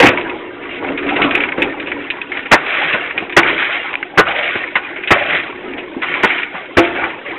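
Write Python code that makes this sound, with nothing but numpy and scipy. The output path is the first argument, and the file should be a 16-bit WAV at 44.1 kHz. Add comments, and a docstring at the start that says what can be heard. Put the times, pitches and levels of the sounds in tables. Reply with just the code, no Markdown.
"""Concrete block machine filling its mould

Factory hall, close to the machine. Lumps of wet mix tumble in a booming steel feed box; gravel slides,
scrapes and cracks over the mould grid; steel knocks on steel and sets panels, frame and plates ringing.
One microphone into a narrow-band recorder, which overloads on the heavy knocks."""
import sys
import numpy as np
from scipy import signal
from scipy.io import wavfile

SR = 44100
rng = np.random.default_rng(int(sys.argv[2]) if len(sys.argv) > 2 else 0)


def to_wav(sig):
    """Store sig (one row per channel, or 1-D mono) as 16-bit WAV at the path in sys.argv[1].

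    Samples outside -1..1 are clipped; the rate is SR.
    """
    pcm = np.clip(np.atleast_2d(sig), -1, 1) * 32767
    pcm = np.round(pcm).astype(np.int16)
    wavfile.write(sys.argv[1], SR, pcm.T)  # frames by channels


N = 325458
TIME = np.arange(N) / SR
EDGES_HZ = 28 * 2 ** (np.arange(23) / 3)   # third-octave bands
CENTRES_HZ = np.sqrt(EDGES_HZ[1:] * EDGES_HZ[:-1])
# steel on steel: start_s, contact_s, thud_hz, thud_db, clank_db, crash_db, frame_db, plate_db
STEEL_KNOCKS = [(0.000, 0.0034, 480, -3.5, -5, -2.5, -51, -33),
                (0.023, 0.034, 467, -4, -12, -9.5, -49.5, -40),
                (0.060, 0.039, 506, -10, -16, -16, -33.5, -26),
                (1.16, 0.0079, 347, -18, -20, -14, -50, -48),
                (1.214, 0.035, 271, -15, -31.5, -14, -53, -46),
                (1.575, 0.0093, 286, -15, -20, -24, -23, -44), (2.512, 0.028, 884, -5, 0, -5, -41, -5.5),
                (2.93, .02, 621, -21, -23, -24, -42, -17.5),
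                (3.218, 0.0061, 702, -19.5, -32, -32.5, -43, -37),
                (3.364, 0.022, 339, -4.5, -1.5, -5, -17.5, -8.5),
                (4.173, 0.024, 425, -2.5, -1.5, -9, -27, -4),
                (4.551, 0.0075, 366, -17, -19, -17.5, -42.5, -45),
                (4.753, 0.0093, 480, -22, -12, -11, -51, -14), (5.104, 0.022, 349, -7, -4.5, -8, -26, -28),
                (5.964, 0.0022, 348, -11, -35.5, -46.5, -43, -51),
                (6.017, 0.023, 700, -35, -21.5, -17, -36, -18), (6.232, 0.013, 895, -7, -6.5, -9, -37, -31),
                (6.539, 0.024, 877, -44, -22, -32, -54, -29), (6.767, 0.022, 318.7, -2.5, -6, -9, -10, -34),
                (7.013, 0.027, 325, -35, -20, -34, -26.5, -19.5)]


def from_db(db):
    """Decibels to gain."""
    return np.exp(np.asarray(db) * (np.log(10) / 20))


def unit_rms(x):
    """Scale to unit power."""
    return x / np.sqrt(np.mean(x ** 2) + 1e-20)


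def db_at(spectrum, hz):
    """Read a spectrum on a log-frequency axis."""
    points_hz, levels_db = np.transpose(spectrum)
    return np.interp(np.log(hz), np.log(points_hz), levels_db)


def band(x, index):
    """One third-octave band."""
    sos = signal.butter(2, EDGES_HZ[index:index + 2], "band", fs=SR, output="sos")
    return signal.sosfilt(sos, x + 1e-18)


def ring(x, hz, t60):
    """One damped mode: a unit click sets a sine of height 1 ringing."""
    r, w = from_db(-60 / (t60 * SR)), 2 * np.pi * hz / SR
    return signal.lfilter([0, np.sin(w)], [1, -2 * r * np.cos(w), r * r], x + 1e-18)


def flicker(rate_hz, spread_db):
    """A smooth random gain that changes about rate_hz times a second."""
    hop = 40
    r = np.exp(-2 * np.pi * rate_hz * hop / SR)
    slow = signal.lfilter([1], [1, -2 * r, r * r], rng.standard_normal(N // hop + 2002))[2000:]
    return np.repeat(from_db(spread_db * unit_rms(slow)), hop)[:N]


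def grains(per_s, spread_db):
    """Random contacts, many small and a few large; rms 1."""
    clicks = np.zeros(N)
    at = np.flatnonzero(rng.random(N) < per_s / SR)
    size, sign = rng.random((2, N))[:, at]
    clicks[at] = from_db(-spread_db * np.log(size + np.exp(-3))) * np.sign(sign - .5)
    return unit_rms(clicks)


def coloured(drives, spectrum, patchy_db):
    """Two drives dealt in turn to bands that each flicker; rms 1."""
    return unit_rms(sum(band(drives[k % 2], k) * from_db(db_at(spectrum, hz)) * flicker(7.3, patchy_db)
                        for k, hz in enumerate(CENTRES_HZ)))


def knocks(rise_share, bass_lag_s, t60, bass_t60):
    """Heavy steel grinds home over crushed grit: a short dense burst whose bass swells later."""
    # spectrum of the burst: frequency_hz, level_db
    spectrum = [(35, -30.5), (70, -5), (150, -5), (320, 1.5), (600, -2.5), (1000, -4), (1600, -2),
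                (2300, 1), (3000, -11), (4000, -17.5)]
    out, crush = np.zeros(N), rng.standard_normal((2, N))
    for k, hz in enumerate(CENTRES_HZ):
        bass = 1 / (1 + (hz / 600) ** 2)
        envelope = np.zeros(N)
        for start, contact, _, thud_db, clank_db, crash_db, _, _ in STEEL_KNOCKS:
            at = int(start * SR)
            t = TIME[:min(N - at, SR // 5)]
            swell = np.minimum(t / (rise_share * contact + bass * bass_lag_s), 1)
            decay_db = -60 * np.maximum(t - contact, 0) / (t60 + bass * (bass_t60 - t60))
            colour_db = db_at([(380, thud_db), (800, clank_db), (1400, clank_db), (2300, crash_db)], hz)
            envelope[at:at + len(t)] += swell * from_db(colour_db + decay_db)
        out += band(crush[k % 2], k) * envelope * from_db(db_at(spectrum, hz))
    power = np.sum(from_db(db_at(spectrum, CENTRES_HZ)) ** 2 * np.diff(EDGES_HZ))
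    return out * np.sqrt(SR / 2 / power)


def panels(t60, pair_ratio, pair_db):
    """The panel that takes a knock booms briefly in two close modes."""
    out = np.zeros(N)
    for start, contact, hz, thud_db, *_ in STEEL_KNOCKS:
        at = int(start * SR)
        t = TIME[:min(N - at, SR // 4)]
        decay_db = -60 * np.maximum(t - contact, 0) / t60
        lower = np.sin(2 * np.pi * hz * t)
        upper = from_db(pair_db) * np.sin(2 * np.pi * (hz * pair_ratio * t + rng.random()))
        out[at:at + len(t)] += np.minimum(t / contact, 1) * from_db(thud_db + decay_db) * (lower + upper)
    return out


def steel_ring(modes, strengths_db, scatter_db):
    """Each knock pumps up the modes while the contact lasts, then leaves them to ring."""
    out = np.zeros(N)
    for hz, mode_db, t60 in modes:
        chance = rng.standard_normal((len(STEEL_KNOCKS), 2))
        for (start, contact, *_), strength_db, (size, phase) in zip(STEEL_KNOCKS, strengths_db, chance):
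            at = int(start * SR)
            t = TIME[:min(N - at, int((t60 + contact) * SR))]
            peak_db = mode_db + strength_db + scatter_db * size
            decay_db = -60 * np.maximum(t - contact, 0) / t60
            envelope = np.minimum(t / contact, 1) * from_db(peak_db + decay_db)
            out[at:at + len(t)] += envelope * np.sin(2 * np.pi * (hz * t + phase))
    return out


def frame_and_plates():
    """The knocks ring the machine frame low and long, the mould plates high and short."""
    # modes of the frame and of the plates: pitch_hz, level_db, t60_s
    frame = [(295.3, 3.5, 0.028), (339.6, 3, 0.34), (511.6, -2.5, 0.19), (668, -16, 0.6), (687, -7, 0.37),
             (892, -5.5, 0.63)]
    plates = [(1051, -7, .12), (1206, -9, .1), (1319, -11, .12), (1394, -9, .11), (1480, -1.5, .17),
              (1612, -7, .1), (1830, -8, .12), (2005, -5, .07), (2304, -13, .12), (2745, -15, .06),
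              (3375, -17, .06)]
    frame_db, plate_db = np.transpose(STEEL_KNOCKS)[-2:]
    return steel_ring(frame, frame_db, scatter_db=4.0) + steel_ring(plates, plate_db, scatter_db=2.5)


def sliding_loads(sag_db_per_s, release_db_per_s, trickle_db, drag_db):
    """Each load swells, thins as it runs and dies away; gives dB curves for gravel, scrape and boom."""
    # loads sliding into the mould: start_s, swell_s, run_s, gravel_db, scrape_db, boom_db
    loads = [(0.0, 0.022, 0.06, -31.5, -15.5, -15.5), (0.14, 0.024, .15, -35.5, -27.5, -26),
             (0.60, 0.052, .14, -26.5, -44, -34), (0.79, 0.045, 0.072, -29, -23.5, -21.5),
             (0.95, .13, 0.038, -23, -23.5, -19.5), (1.162, 0.039, .06, -23, -14.5, -16),
             (1.309, .04, .10, -22, -22.5, -29), (1.57, .03, .07, -26, -24.5, -20),
             (1.749, 0.034, 0.14, -30, -37.5, -27), (1.90, 0.027, .06, -40, -38.5, -25.5),
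             (1.98, .04, .15, -30, -36.5, -36), (2.311, .05, 0.03, -24, -34, -36.5),
             (2.55, 0.23, 0.12, -13.5, -22.5, -35), (2.899, 0.035, 0.013, -17.5, -20.5, -29),
             (2.981, 0.036, 0.033, -21, -35, -40.5), (3.14, .04, .02, -26, -26.5, -29.5),
             (3.409, .06, 0.047, -15, -18.5, -21.5), (3.52, 0.074, 0.15, -14.5, -25, -45),
             (3.80, 0.033, 0.065, -26.5, -30, -49), (4.249, 0.036, 0.027, -16, -23, -37),
             (4.33, 0.046, 0.23, -17.5, -28, -44), (4.811, 0.013, 0.026, -25, -48.5, -51),
             (5.06, .09, 0.15, -17, -21, -46), (5.259, 0.051, 0.043, -14.5, -20, -29),
             (5.61, 0.048, 0.14, -38.5, -36, -28), (6.012, 0.078, 0.17, -19.5, -24, -35),
             (6.239, 0.025, 0.11, -17, -33, -30.5), (6.521, 0.028, 0.038, -30, -29.5, -38),
             (6.80, 0.03, .08, -21.5, -21.5, -24.5), (6.921, .04, .10, -22.5, -21.5, -30),
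             (7.24, .05, 0.033, -27.5, -31, -28.5)]
    # steady boom of the feed box: time_s, level_db
    steady_boom = [(0.0, -23), (0.57, -27.5), (1.19, -23), (1.42, -21.5), (1.85, -30), (2.1, -31),
                   (3.45, -28.5), (3.7, -33), (5.94, -27.5), (6.66, -36), (6.93, -24.5), (7.38, -36)]
    box_db = np.interp(TIME, *np.transpose(steady_boom)) - 3
    power = from_db(np.broadcast_arrays(trickle_db, drag_db, box_db)) ** 2   # goes on between loads
    for start, swell, run, *levels_db in loads:
        t = TIME - start
        sag_db = sag_db_per_s * np.clip(t - swell, 0, run)
        release_db = release_db_per_s * np.maximum(t - swell - run, 0)
        envelope = np.clip(t / swell, 0, 1) * from_db(-sag_db - release_db)
        power += np.outer(from_db(levels_db), envelope) ** 2
    return 10 * np.log10(power)


def gravel(level_db, per_s, spread_db, cycles, clump_db):
    """Each pebble rings briefly at its own pitch; a stronger flow has more pebbles and clumps less."""
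    # spectrum of sliding gravel: frequency_hz, level_db
    spectrum = [(900, -18.5), (1400, 0), (1900, -0.5), (2350, 5.5), (2750, -12), (3200, -1), (3700, -20.5),
                (4200, -30.5)]
    flow = from_db(.6 * (level_db - level_db.max()))
    clumps = flicker(45, clump_db) ** (1.4 - flow)
    clicks = grains(per_s * flow, spread_db) / np.sqrt(flow) * clumps
    pitches_hz = np.geomspace(1150, 3800, 20)
    dealt = rng.integers(0, len(pitches_hz), N)
    rings = sum(ring(clicks * (dealt == k), hz, cycles / hz) * hz * from_db(db_at(spectrum, hz))
                for k, hz in enumerate(pitches_hz))
    rattle = signal.sosfilt(signal.butter(2, 1100, "high", fs=SR, output="sos"), rings)
    return from_db(level_db) * unit_rms(rattle)


def scrape(level_db, per_s, spread_db):
    """Wet mix grinds over the mould, dull and gritty."""
    # spectrum of the scraping: frequency_hz, level_db
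    spectrum = [(60, -21), (150, -7.5), (300, -10.5), (520, 0.5), (800, 2.5), (1100, -4), (1500, -1.5),
                (2200, -2), (4000, -41)]
    grit = [grains(per_s, spread_db), grains(per_s, spread_db)]
    return from_db(level_db) * coloured(grit, spectrum, patchy_db=7.0)


def pings(level_db, low_hz, high_hz, per_s, t60, spread_db):
    """Larger pebbles bounce off the steel walls, each waking one short-lived mode."""
    out, t = np.zeros(N), TIME[:SR // 12]
    fade = from_db(-60 * t / t60) * np.minimum(t / .001, 1)
    for when, pitch, size, phase in rng.random((int(per_s * N / SR), 4)):
        at = int(when * N)
        hz = low_hz * (high_hz / low_hz) ** pitch
        ping = from_db(spread_db * size) * fade * np.sin(2 * np.pi * (hz * t + phase))
        out[at:at + len(t)] += ping[:N - at]
    return from_db(level_db) * unit_rms(out)


def feed_box(level_db, ring_db, rumble_db, load_db):
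    """Soft lumps drum on the hollow steel box; while it is full, its lowest modes are hit harder."""
    # hollow resonances of the box: pitch_hz, level_db, t60_s
    modes = [(266.3, -14.5, 0.77), (289.8, -3, 0.23), (327.7, -1.5, 0.14), (360.5, 0, 0.2), (411, 0, 0.095),
             (475.4, -6, 0.15), (577.4, -12.5, 0.043), (799, -19.5, 0.099), (978, -9, 0.11),
             (1230, -16.5, 0.34), (2214, -2.5, 0.025)]
    # spectrum of its rumble: frequency_hz, level_db
    spectrum = [(30, -27.5), (60, -13.5), (120, -3), (200, -3), (300, 13), (480, 9), (800, 1.5),
                (2000, -38.5)]
    lumps = grains(per_s=6000, spread_db=2.9)
    dealt = rng.integers(0, len(modes), N)
    full = np.interp(TIME, [.3, .8, 2.1, 2.6], [-1, 0.95, 0.97, -0.058])   # loaded, then partly emptied
    deep, shallow = from_db(load_db * full), from_db(-.5 * load_db * full)
    boom = np.zeros(N)
    for k, (hz, mode_db, t60) in enumerate(modes):
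        blows = lumps * (dealt == k) * (deep if hz < 310 else shallow)
        boom += from_db(mode_db) * ring(blows, hz, t60)
    rumble = coloured([grains(900, 2.2), grains(760, 3.8)], spectrum, patchy_db=2.5)
    return from_db(level_db) * (from_db(ring_db) * unit_rms(boom) + from_db(rumble_db) * rumble)


def stones(snap_t60, crumb_db, body_db, edge_db, grid_db, grid_t60):
    """A stone gives a dry snap, then a dying spray of splinters; heavy ones ring the grid bars most."""
    # the loudest stones that snap or strike the grid: start_s, level_db, pitch_hz, crumbling_s
    cracks = [(0.063, 0, 2510, 0.025), (0.173, -6.5, 2250, 0.015), (0.211, -8, 2600, 0.0043),
              (0.296, -10.5, 2480, .008), (0.846, -8, 1950, 0.0061), (0.975, -10, 2460, 0.02),
              (1.089, -7, 2470, 0.013), (1.218, -2, 2480, 0.018), (1.309, -4.5, 2400, 0.013),
              (1.35, 0, 2420, 0.011), (1.376, -6, 2400, 0.0058), (1.403, -4, 2260, 0.011),
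              (1.436, -3, 2330, 0.0081), (1.488, -6.5, 2140, 0.0069), (1.521, -4, 2180, 0.005),
              (1.62, 0.5, 2480, 0.0097), (1.8, -8.5, 2490, 0.0075), (1.871, -11.5, 2450, 0.015),
              (1.917, -4.5, 2180, 0.0063), (2.102, -3, 2660, 0.0075), (2.215, -7.5, 2480, 0.0057),
              (2.318, -8.5, 2120, 0.015), (2.371, -7.5, 2340, 0.0089), (2.392, -8.5, 2010, .005),
              (2.458, -11, 2280, 0.0093), (2.679, -8, 2360, 0.0044), (2.927, -6.5, 2630, .02),
              (3.109, -9, 2220, 0.0059), (3.178, -2, 2390, 0.0071), (3.296, -10, 2360, 0.012),
              (3.324, -9.5, 2420, 0.0096), (3.431, -2.5, 2270, 0.01), (3.491, -4, 2030, 0.014),
              (3.931, -7, 2500, .001), (3.94, -2.5, 2200, 0.0018), (3.954, -0.5, 2370, 0.00085),
              (4.028, -2.5, 2050, 0.0034), (4.268, -7.5, 1600, 0.019), (4.308, -7.5, 2180, .009),
              (4.638, -9, 2000, 0.007), (4.96, -14.5, 2190, 0.042), (5.035, -10.5, 2360, 0.012),
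              (5.074, -5.5, 2550, 0.015), (5.307, -0.5, 2310, 0.0036), (5.332, -5.5, 2000, .006),
              (5.736, -11, 2360, 0.0047), (5.779, -13.5, 2480, 0.02), (6.140, -3, 2210, 0.0073),
              (6.3, -4, 2150, .011), (6.431, -7, 2300, 0.01), (6.848, -7, 2320, 0.011),
              (7.04, -3, 1940, 0.0061), (7.261, -15.5, 2160, 0.027)]
    out, splinters = np.zeros(N), grains(per_s=6000, spread_db=0.79)
    for start, level_db, hz, crumbling in cracks:
        at = int(start * SR)
        t = TIME[:min(N - at, SR // 8)]
        spray = np.exp(-t / crumbling) * np.minimum(t / 0.0017, 1)
        force = from_db(crumb_db) * splinters[at:at + len(t)] * spray
        force[0] = 1   # the snap itself
        snap = ring(force, hz, snap_t60)
        snap -= from_db(body_db) * ring(force, hz * 0.65, snap_t60)
        snap -= from_db(edge_db) * ring(force, hz * 1.5, snap_t60)
        grid = from_db(grid_db + 0.97 * level_db) * ring(force, hz * 1.02, grid_t60)
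        out[at:at + len(t)] += from_db(level_db) * (snap + grid)
    return out


def echoes(x, shortest_s, longest_s, t60):
    """Parallel echo paths between walls, smeared by allpasses."""
    out = np.zeros(N)
    lags = (np.geomspace(shortest_s, longest_s, num=9) * SR).astype(int)
    for k, lag in enumerate(lags):
        loop, gain = x.copy(), from_db(-60 * lag / SR / t60)
        for i in range(lag, N, lag):
            loop[i:i + lag] += gain * loop[i - lag:i][:N - i]
        out += (loop - x) * (-1) ** k
    for lag in (67, 151):
        taps = np.r_[.6, np.zeros(lag), 1]
        out = signal.lfilter(taps, taps[::-1], out)
    return out


def hall(x):
    """Direct sound, a quick flutter between the machine's steel walls, then the hall's faint tail."""
    flutter = from_db(-17) * echoes(x, shortest_s=.0027, longest_s=.0089, t60=.045)
    tail = from_db(-29) * echoes(x, shortest_s=0.019, longest_s=0.065, t60=0.97)
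    return x + flutter + tail


def room_tone():
    """The hall's background noise, wavering a little in each band."""
    # spectrum of the hall noise: frequency_hz, level_db
    spectrum = [(30, -29), (60, -11), (180, -2), (330, -4.5), (500, -6), (1000, -11), (2200, -9.5),
                (3200, -1.5), (4000, -24.5)]
    return coloured(rng.standard_normal((2, N)), spectrum, patchy_db=3.5)


def scene():
    """At the microphone: flowing mix, snapping stones and knocking steel over the room tone."""
    gravel_db, scrape_db, boom_db = sliding_loads(sag_db_per_s=11.5, release_db_per_s=117.5,
                                                  trickle_db=-40.5, drag_db=-36.5)
    far = from_db(-2.0) * gravel(gravel_db, per_s=7000, spread_db=3.5, cycles=21, clump_db=2.5)
    far += from_db(-2.5) * scrape(scrape_db, per_s=3500, spread_db=3.5)
    # a thick flow smothers the walls, so their ringing grows more slowly than the flow
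    far += pings(0.61 * gravel_db - 15.5, low_hz=1705, high_hz=2875, per_s=130, t60=0.075, spread_db=8.5)
    far += pings(0.73 * scrape_db - 12.0, low_hz=480, high_hz=1600, per_s=90, t60=0.069, spread_db=10.5)
    far += from_db(2.5) * knocks(rise_share=0.12, bass_lag_s=0.0084, t60=0.11, bass_t60=0.071)
    # the mould, its grid and the feed box are closest to the microphone and arrive dry
    near = feed_box(boom_db, ring_db=-2.0, rumble_db=-7.0, load_db=3.5)
    near += stones(snap_t60=0.0042, crumb_db=-16, body_db=-7.5, edge_db=-15.5,
                   grid_db=-13, grid_t60=0.029)
    near += from_db(-0.5) * panels(t60=0.062, pair_ratio=1.12, pair_db=-4)
    near += frame_and_plates()
    return (hall(far) + near + from_db(-43) * room_tone())[None]


def record(dry):
    """A telephone-wide input with a soft top, then hard overload, whose splatter is the only treble."""
    soft = signal.sosfilt(signal.butter(4, 3650, fs=SR, output="sos"), dry)
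    narrow = signal.sosfilt(signal.ellip(10, .3, 95, 3960, fs=SR, output="sos"), soft)
    clipped = np.clip(narrow, -1, 1)
    return signal.sosfilt(signal.ellip(10, .1, 80, 15500, fs=SR, output="sos"), clipped)


dry = scene()
out = record(dry)
to_wav(out)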